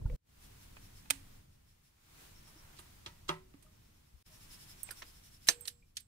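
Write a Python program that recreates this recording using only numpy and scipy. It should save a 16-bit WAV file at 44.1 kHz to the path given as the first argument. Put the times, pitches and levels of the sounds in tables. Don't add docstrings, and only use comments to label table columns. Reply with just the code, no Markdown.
import sys
import numpy as np
from scipy import signal
from scipy.fft import rfft, irfft
from scipy.io import wavfile

SR = 44100
rng = np.random.default_rng(int(sys.argv[2]) if len(sys.argv) > 2 else 0)


def transcribe(u):
    v = np.clip(np.atleast_2d(u).T, -1, 1)
    q = np.round(v * 32767).astype(np.int16)
    wavfile.write(sys.argv[1], SR, q)


N = 267995


def undb(db):
    return 10 ** (np.asarray(db) / 20)


def curve_db(points, hz):
    point_hz, point_db = np.transpose(points)
    return np.interp(np.log(hz), np.log(point_hz), point_db)


def colour(points, size, channels=2):
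    hz = np.arange(1, size // 2 + 2) * SR / size
    low_hz, high_hz = points[0][0], points[-1][0]
    outside = np.maximum(np.log(low_hz / hz), 0) + np.maximum(np.log(hz / high_hz), 0)
    shape = undb(curve_db(points, hz) - 24 * outside)
    x = irfft(rfft(rng.standard_normal((channels, size))) * shape, size)
    return x / np.sqrt(np.mean(x ** 2))


def add(out, s, x, pan_db):
    i = int(s * SR)
    x = x[:, :N - i]
    out[:, i:i + x.shape[1]] += x * undb(np.array([[pan_db], [-pan_db]]) / 2)


def decay(t, t60):
    return np.exp(-np.log(1000) * t / np.maximum(t60, .002))


# time in seconds, hiss level in dB, rumble level in dB.
AIR = [(0, -70, -48), (.16, -63.5, -53.5), (.3, -71, -67.5), (.45, -62, -58.5), (1.36, -63.5, -58.5),
       (1.48, -72, -63), (1.95, -73, -73), (2.08, -65.5, -68.5), (2.22, -57, -61.5), (2.35, -62.5, -61.5),
       (2.86, -61.5, -61), (3.25, -66, -59.5), (3.47, -70.5, -60.5), (3.85, -68.5, -63), (4.22, -72, -69),
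       (4.27, -64.5, -63.5), (4.5, -61.5, -59), (5, -61, -63), (5.4, -69, -62.5), (5.62, -64.5, -65),
       (5.8, -78, -66.5), (6.07, -79, -70.5)]


def hiss_level(t):
    s, hiss_db, _ = np.transpose(AIR)
    return np.interp(t, s, hiss_db)


# frequency in Hz, relative density in dB per Hz.
HISS_SPECTRUM = [(180, -23), (300, -8.5), (565, -16.5), (1040, -12), (1250, -13.5), (2480, -14.5),
                 (14000, -20), (16000, -17)]
# frequency in Hz, relative density in dB per Hz.
RUMBLE_SPECTRUM = [(8.8, -38), (15, 6.5), (59, 1), (97, 1), (152, -4.5), (234, -11), (600, -35),
                   (780, -44.5), (1320, -120)]
# frequency in Hz, side minus mid in dB.
RUMBLE_WIDTH = [(30, -32), (130, -12.5), (300, -4.5), (700, 22.5)]


def background():
    t = np.arange(N) / SR
    s, _, rumble_db = np.transpose(AIR)
    hz, mid_db = np.transpose(RUMBLE_SPECTRUM)
    side_db = mid_db + curve_db(RUMBLE_WIDTH, hz)
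    side_gain = np.sqrt(np.trapezoid(undb(2 * side_db), hz) / np.trapezoid(undb(2 * mid_db), hz))
    mid = colour(RUMBLE_SPECTRUM, N, channels=1)
    side = side_gain * colour(np.transpose([hz, side_db]), N, channels=1)
    rumble = mid + side * np.array([[1], [-1]])
    hiss = undb(hiss_level(t)) * colour(HISS_SPECTRUM, N)
    return hiss + undb(np.interp(t, s, rumble_db)) * rumble


# time in seconds, swing frequency in Hz, drive level in dB.
BUFFET = [(0, 52, -57), (0.02, 100.7, -29.5), (0.045, 66, -32.5), (0.057, 76, -23.5), (0.073, 33.5, -30.5),
          (.12, 29.6, -32), (0.149, 33.8, -29), (0.165, 40, -44.5)]


def buffet(rough=0.42):
    s, hz, db = np.transpose(BUFFET)
    t = np.arange(int(s[-1] * SR)) / SR
    cycles = np.cumsum(np.interp(t, s, hz)) / SR + rng.random()
    swing = np.tanh(0.52 * np.sin(2 * np.pi * cycles))
    wide_edge = 0.37 * colour([(40, -4.5), (150, -21), (500, -33)], len(t))
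    shared_edge = colour([(40, 16.0), (150, -7.5), (500, -58)], len(t), channels=1)
    out = np.zeros((2, N))
    add(out, 0, undb(np.interp(t, s, db)) * (swing + rough * (wide_edge + shared_edge)), 0)
    return out


# start in seconds, pitch in Hz, level in dB, t60 in seconds.
THUDS = [(.015, 1000, -59, .03), (.059, 890, -51, .045), (.0612, 1430, -57, .04), (.0975, 2250, -57, 0.03),
         (.098, 490, -45.5, 0.18), (.124, 560, -54, 0.12), (2.555, 320, -60.5, 0.19),
         (3.542, 280, -52, 0.15), (3.645, 620, -68, 0.3), (3.665, 1230, -64, .07), (4.14, 68, -48, 0.13),
         (4.3, 620, -71, 0.29), (5.486, 200, -46, .05), (5.487, 640, -33, 0.03)]
# start in seconds, pitch in Hz, level in dB, t60 in seconds.
PINS = [(1.102, 2450, -28, .018), (4.8897, 2430, -43, .025), (4.9075, 1600, -46, .03),
        (4.908, 4850, -46, .06), (4.917, 1450, -49, .05), (5.0198, 1850, -42, .03),
        (5.5135, 1680, -49, 0.04), (5.6537, 4280, -41, .02), (5.824, 2385, -64, 0.085)]


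def knocks(events):
    out, t = np.zeros((2, N)), np.arange(8192) / SR
    for s, hz, db, t60 in events:
        roughness = 0.35 * colour([(hz * 0.7, -30), (hz, 0), (hz * 1.4, -30)], len(t))
        knock = np.sin(2 * np.pi * hz * t) + roughness
        attack = np.minimum(t / (0.015 * t60), 1)
        add(out, s, undb(db) * knock * decay(t, t60) * attack, 0)
    return out


BUILD_CYCLES = 2.9
LOOSE_HZ, LOOSEN_S = 900, 0.02
APART_HZ, APART_SCATTER = 710, 0.37


def ring(modes, t, blow, rough, scatter_db=1.5):
    hz, db, t60 = np.transpose(modes)[:, :, None]
    luck = rng.standard_normal((len(modes), 2))
    strength = undb(db + curve_db(blow, hz) + scatter_db * luck[:, :1])
    fading = strength * decay(t, t60) * np.minimum(t * hz / BUILD_CYCLES, 1)
    waver = colour([(15, 0.003), (90, 0.01)], len(t), channels=len(modes))
    loose = rough * np.minimum(hz / LOOSE_HZ, 1) * np.minimum(t / LOOSEN_S, 1)
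    swaying = fading * (1 + loose * waver)
    apart = np.pi / 2 * np.minimum(hz / APART_HZ, 1) + APART_SCATTER * luck[:, 1:]
    phase = 2 * np.pi * hz * t
    left = np.sum(swaying * np.sin(phase + apart / 2), axis=0)
    right = np.sum(swaying * np.sin(phase - apart / 2), axis=0)
    return np.array([left, right])


# start in seconds, level in dB, bass in dB,
# treble in dB, t60 of the crack in seconds, left minus right in dB, ring in dB over the crack.
HANDLEBAR = [(0.098, -53.5, 7, -30, 0.034, 0, -22), (0.7665, -53, 2, -16, 0.068, -4, 0),
             (1.056, -59, 3.5, -18.5, 0.02, -6.5, -2.5), (1.1015, -29.5, -27, -9, 0.027, -14, -49),
             (1.1057, -15, -15, -6.5, 0.019, -5, -7.5)]
SCOOTER = [(2.47, -62.5, -10, 1, 0.26, -5, 2), (2.79, -50.5, -8, -2, 0.072, -4, -6.5),
           (3.06, -45, -15, -23, 0.08, -2.5, 4), (3.2905, -33.5, -4, -26, 0.054, -2, 1.5),
           (3.2985, -38, 11.5, 0, 0.015, -1, -18), (3.5385, -62.5, 2.5, -14, 0.02, -3, -18),
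           (3.6245, -60.5, -11, -1.5, 0.043, -10, -24)]
HEADLAMP = [(4.889, -47.5, 0, -29, 0.045, 1, -6), (4.907, -44, -6, 1, 0.067, -5, 5.5),
            (5.02, -45, -4.5, -22, 0.075, -3, 4.5), (5.4868, -12.5, -20, -9.5, 0.015, -4, 9),
            (5.495, -33, 10.5, -15, 0.024, -6, -14.5), (5.6535, -48, -21, -7, 0.052, -11, -15),
            (5.675, -39.5, -28.5, -3.5, 0.039, -13, -14), (5.6797, -32.5, -32, -43, 0.02, 0, 5),
            (5.681, -42, -16.5, 23, 0.02, -22, -10.5), (5.9685, -32, -33.5, -13, 0.034, -1.5, -1),
            (5.997, -58, -28.5, -12, 0.093, -6, -8.5)]
# mode frequency in Hz, relative level in dB, t60 in seconds.
HANDLEBAR_MODES = [(872, -1, 0.05), (1730, -6, 0.04), (275, -13, 0.4), (2010, -6, 0.022), (2516, 1, .03),
                   (5030, 2, .02), (8740, 3, 0.025), (13230, -3, 0.033)]
SCOOTER_MODES = [(162.5, -1, 0.26), (373, -10, 0.4), (346.5, 12, 0.055), (587, -6.5, 0.19), (904, 1, 0.17),
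                 (954, -1.5, 0.23), (1040, -9, 0.23), (1220, 15.5, 0.038), (1300, -2, 0.2),
                 (1550, -7.5, 0.12), (1950, -9.5, 0.25), (2780, 1, 0.072), (3286, 13.5, 0.032),
                 (4010, 15.5, 0.016)]
HEADLAMP_MODES = [(478, -33, 0.65), (319, -22.5, 0.12), (705, -18, 0.07), (1291, -18.5, 0.046),
                  (1630, -19, 0.068), (2660, -14.5, 0.029), (1760, -3, 0.03), (2160, -20, 0.013),
                  (3180, -17.5, 0.038), (4020, 3, 0.017), (4654, -10, 0.054), (6280, -5, 0.061),
                  (5620, 2.5, 0.033), (6090, 3, 0.023), (8700, -19.5, 0.033), (10280, -8.5, 0.02)]
CRACK_LOW_HZ, CRACK_LOW_DB = 300, -4.5
WAVER = .5


def snaps(events, modes, low_mid_db, tail_db, tail_s):
    out, t = np.zeros((2, N)), np.arange(16384) / SR
    for s, db, bass_db, treble_db, t60, pan_db, ring_db in events:
        mid_db = bass_db / 2 + low_mid_db
        blow = [(600, bass_db - 1.0), (1200, bass_db), (1700, mid_db - 0.5), (2400, mid_db),
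                (4000, -9.0), (6000, -13.5), (9000, treble_db), (14000, treble_db - 12.5)]
        grain = undb(1.8 * colour([(150, 0.00068), (500, 0.0035)], len(t), channels=1))
        crack_spectrum = [(CRACK_LOW_HZ, bass_db + CRACK_LOW_DB)] + blow
        fade = decay(t, t60) + undb(tail_db) * decay(t, tail_s)
        crack = grain * colour(crack_spectrum, len(t)) * fade
        body = undb(ring_db) * ring(modes, t, blow, rough=WAVER)
        attack = np.minimum(t / (.03 * t60), 1)
        add(out, s, undb(db) * (crack + body) * attack, pan_db)
    return out


SHADE_HZ = 6960


def shade_left(lock):
    lock[0] = signal.lfilter(*signal.butter(1, SHADE_HZ, fs=SR), lock[0])
    return lock


# first pulse in seconds, last pulse in seconds,
# approximate spacing in seconds, cricket tone in dB over the hiss, swell in dB over the hiss.
BOUTS = [(0.436, .62, .168, -6, 1), (0.842, 0.984, .127, -5.5, -2.5), (1.542, 1.87, .17, -5.5, -1),
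         (2.373, 2.59, .114, -4.5, -28), (3.643, 4.176, .113, -7.5, -8.5), (4.256, 5.441, .091, 0.5, 3),
         (5.804, 5.891, .091, 0, 2.5)]
# frequency in Hz, relative density in dB per Hz.
SWELL_SPECTRUM = [(1500, -8), (3500, -2.5), (6000, -5), (11000, -2.5), (15500, -9.5)]
PULSE_SCATTER_DB, PULSE_JITTER_S = 1.8, 0.004


def crickets(tone_hz=5380.0, spread_hz=110.0, tone_s=0.063, swell_s=0.07):
    t, tones, swells = np.arange(N) / SR, np.zeros(N), np.zeros(N)
    for first, last, spacing, tone_db, swell_db in BOUTS:
        times = np.linspace(first, last, round((last - first) / spacing) + 1)
        for s, luck in zip(times, rng.standard_normal((len(times), 3))):
            late = t - s - PULSE_JITTER_S * luck[0]
            db = hiss_level(s) + PULSE_SCATTER_DB * luck[1]
            tone = np.sin(2 * np.pi * (tone_hz + spread_hz * luck[2]) * t)
            tones = tones + undb(db + tone_db) * np.exp(-(late / tone_s * 2) ** 4) * tone
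            swells = swells + undb(db + swell_db) * np.exp(-(late / swell_s * 2) ** 2)
    grain = colour([(30, 11), (300, 5.5), (700, -9.0)], N)
    return tones * grain + swells * colour(SWELL_SPECTRUM, N)


# start in seconds, end in seconds,
# level in dB, low edge in Hz, high edge in Hz.
SCRAPES = [(2.445, 2.757, -71, 585, 1560), (2.763, 2.792, -61.5, 2500, 5850),
           (3.281, 3.294, -43, 700, 6570), (4.859, 4.887, -63, 990, 4000),
           (5.47, 5.493, -36.5, 2010, 12740), (5.953, 5.967, -67.5, 3020, 10880)]


def scrapes():
    out = np.zeros((2, N))
    for start, end, db, low_hz, high_hz in SCRAPES:
        growth = np.linspace(0, 1, int((end - start) * SR)) ** 0.45
        grit = undb(4.8 * colour([(200, 0.0064), (600, 0.0085)], len(growth), channels=1))
        scrape = colour([(low_hz, 0), (high_hz, 0)], len(growth))
        add(out, start, undb(db) * growth * grit * scrape, -3.)
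    return out


# start in seconds, level in dB, tick pitch in Hz,
# left minus right in dB, ring in dB, blow on the lowest mode in dB.
TINKLES = [(4.8315, -34, 10720, -19.5, -15.5, 4.5), (4.9112, -43.5, 10940, -24.5, -16, -1),
           (5.495, -39, 11900, -15, -5, 5), (5.5095, -45, 10700, -15, -14, 0),
           (5.6087, -50, 11730, -26.5, -5.5, 6.5), (5.665, -51, 9400, -13, -11.5, 15),
           (6.0045, -54.5, 11200, -20, -12.5, 6.5)]
# mode frequency in Hz, relative level in dB, t60 in seconds.
KEY_RING_MODES = [(7672, -18, .45), (8478, 0, .15), (11940, -16, .1), (15470, -13, .09)]


def key_ring():
    out, t = np.zeros((2, N)), np.arange(16384) / SR
    for s, db, tick_hz, pan_db, ring_db, low_db in TINKLES:
        click = 0.71 * colour([(8000, -16.0), (11000, -1.5), (15000, -4.5)], len(t)) * decay(t, 0.021)
        note = np.sin(2 * np.pi * tick_hz * t) * decay(t, 0.017)
        steel = undb(ring_db) * ring(KEY_RING_MODES, t, [(7700, low_db), (8400, 0.0029)], rough=0.074)
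        attack = np.minimum(t / 0.00058, 1)
        add(out, s, undb(db) * (click + note + steel) * attack, pan_db)
    return out


def scene():
    handlebar = shade_left(snaps(HANDLEBAR, HANDLEBAR_MODES, low_mid_db=0.33, tail_db=-30.5, tail_s=0.27))
    scooter = snaps(SCOOTER, SCOOTER_MODES, low_mid_db=-0.96, tail_db=-12, tail_s=0.25)
    headlamp = shade_left(snaps(HEADLAMP, HEADLAMP_MODES, low_mid_db=-0.59, tail_db=-16, tail_s=0.13))
    locks = handlebar + scooter + headlamp + knocks(PINS)
    return background() + buffet() + knocks(THUDS) + locks + crickets() + scrapes() + key_ring()


# start in seconds, end in seconds, time to return in seconds, gain in dB.
DIPS = [(0.164, 0.209, 0.084, -28), (4.228, 4.241, 0.024, -31)]
CEILING = .8
TOP_HZ = 15600


def record(dry):
    t, gain = np.arange(N) / SR, 1
    for start, end, back, db in DIPS:
        gain = gain * undb(np.interp(t, [start - .002, start, end, end + back], [0, db, db, 0]))
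    rounded = CEILING * np.tanh(dry * gain / CEILING)
    return signal.sosfilt(signal.ellip(10, .2, 70, TOP_HZ, fs=SR, output="sos"), rounded)


dry = scene()
out = record(dry)
transcribe(out)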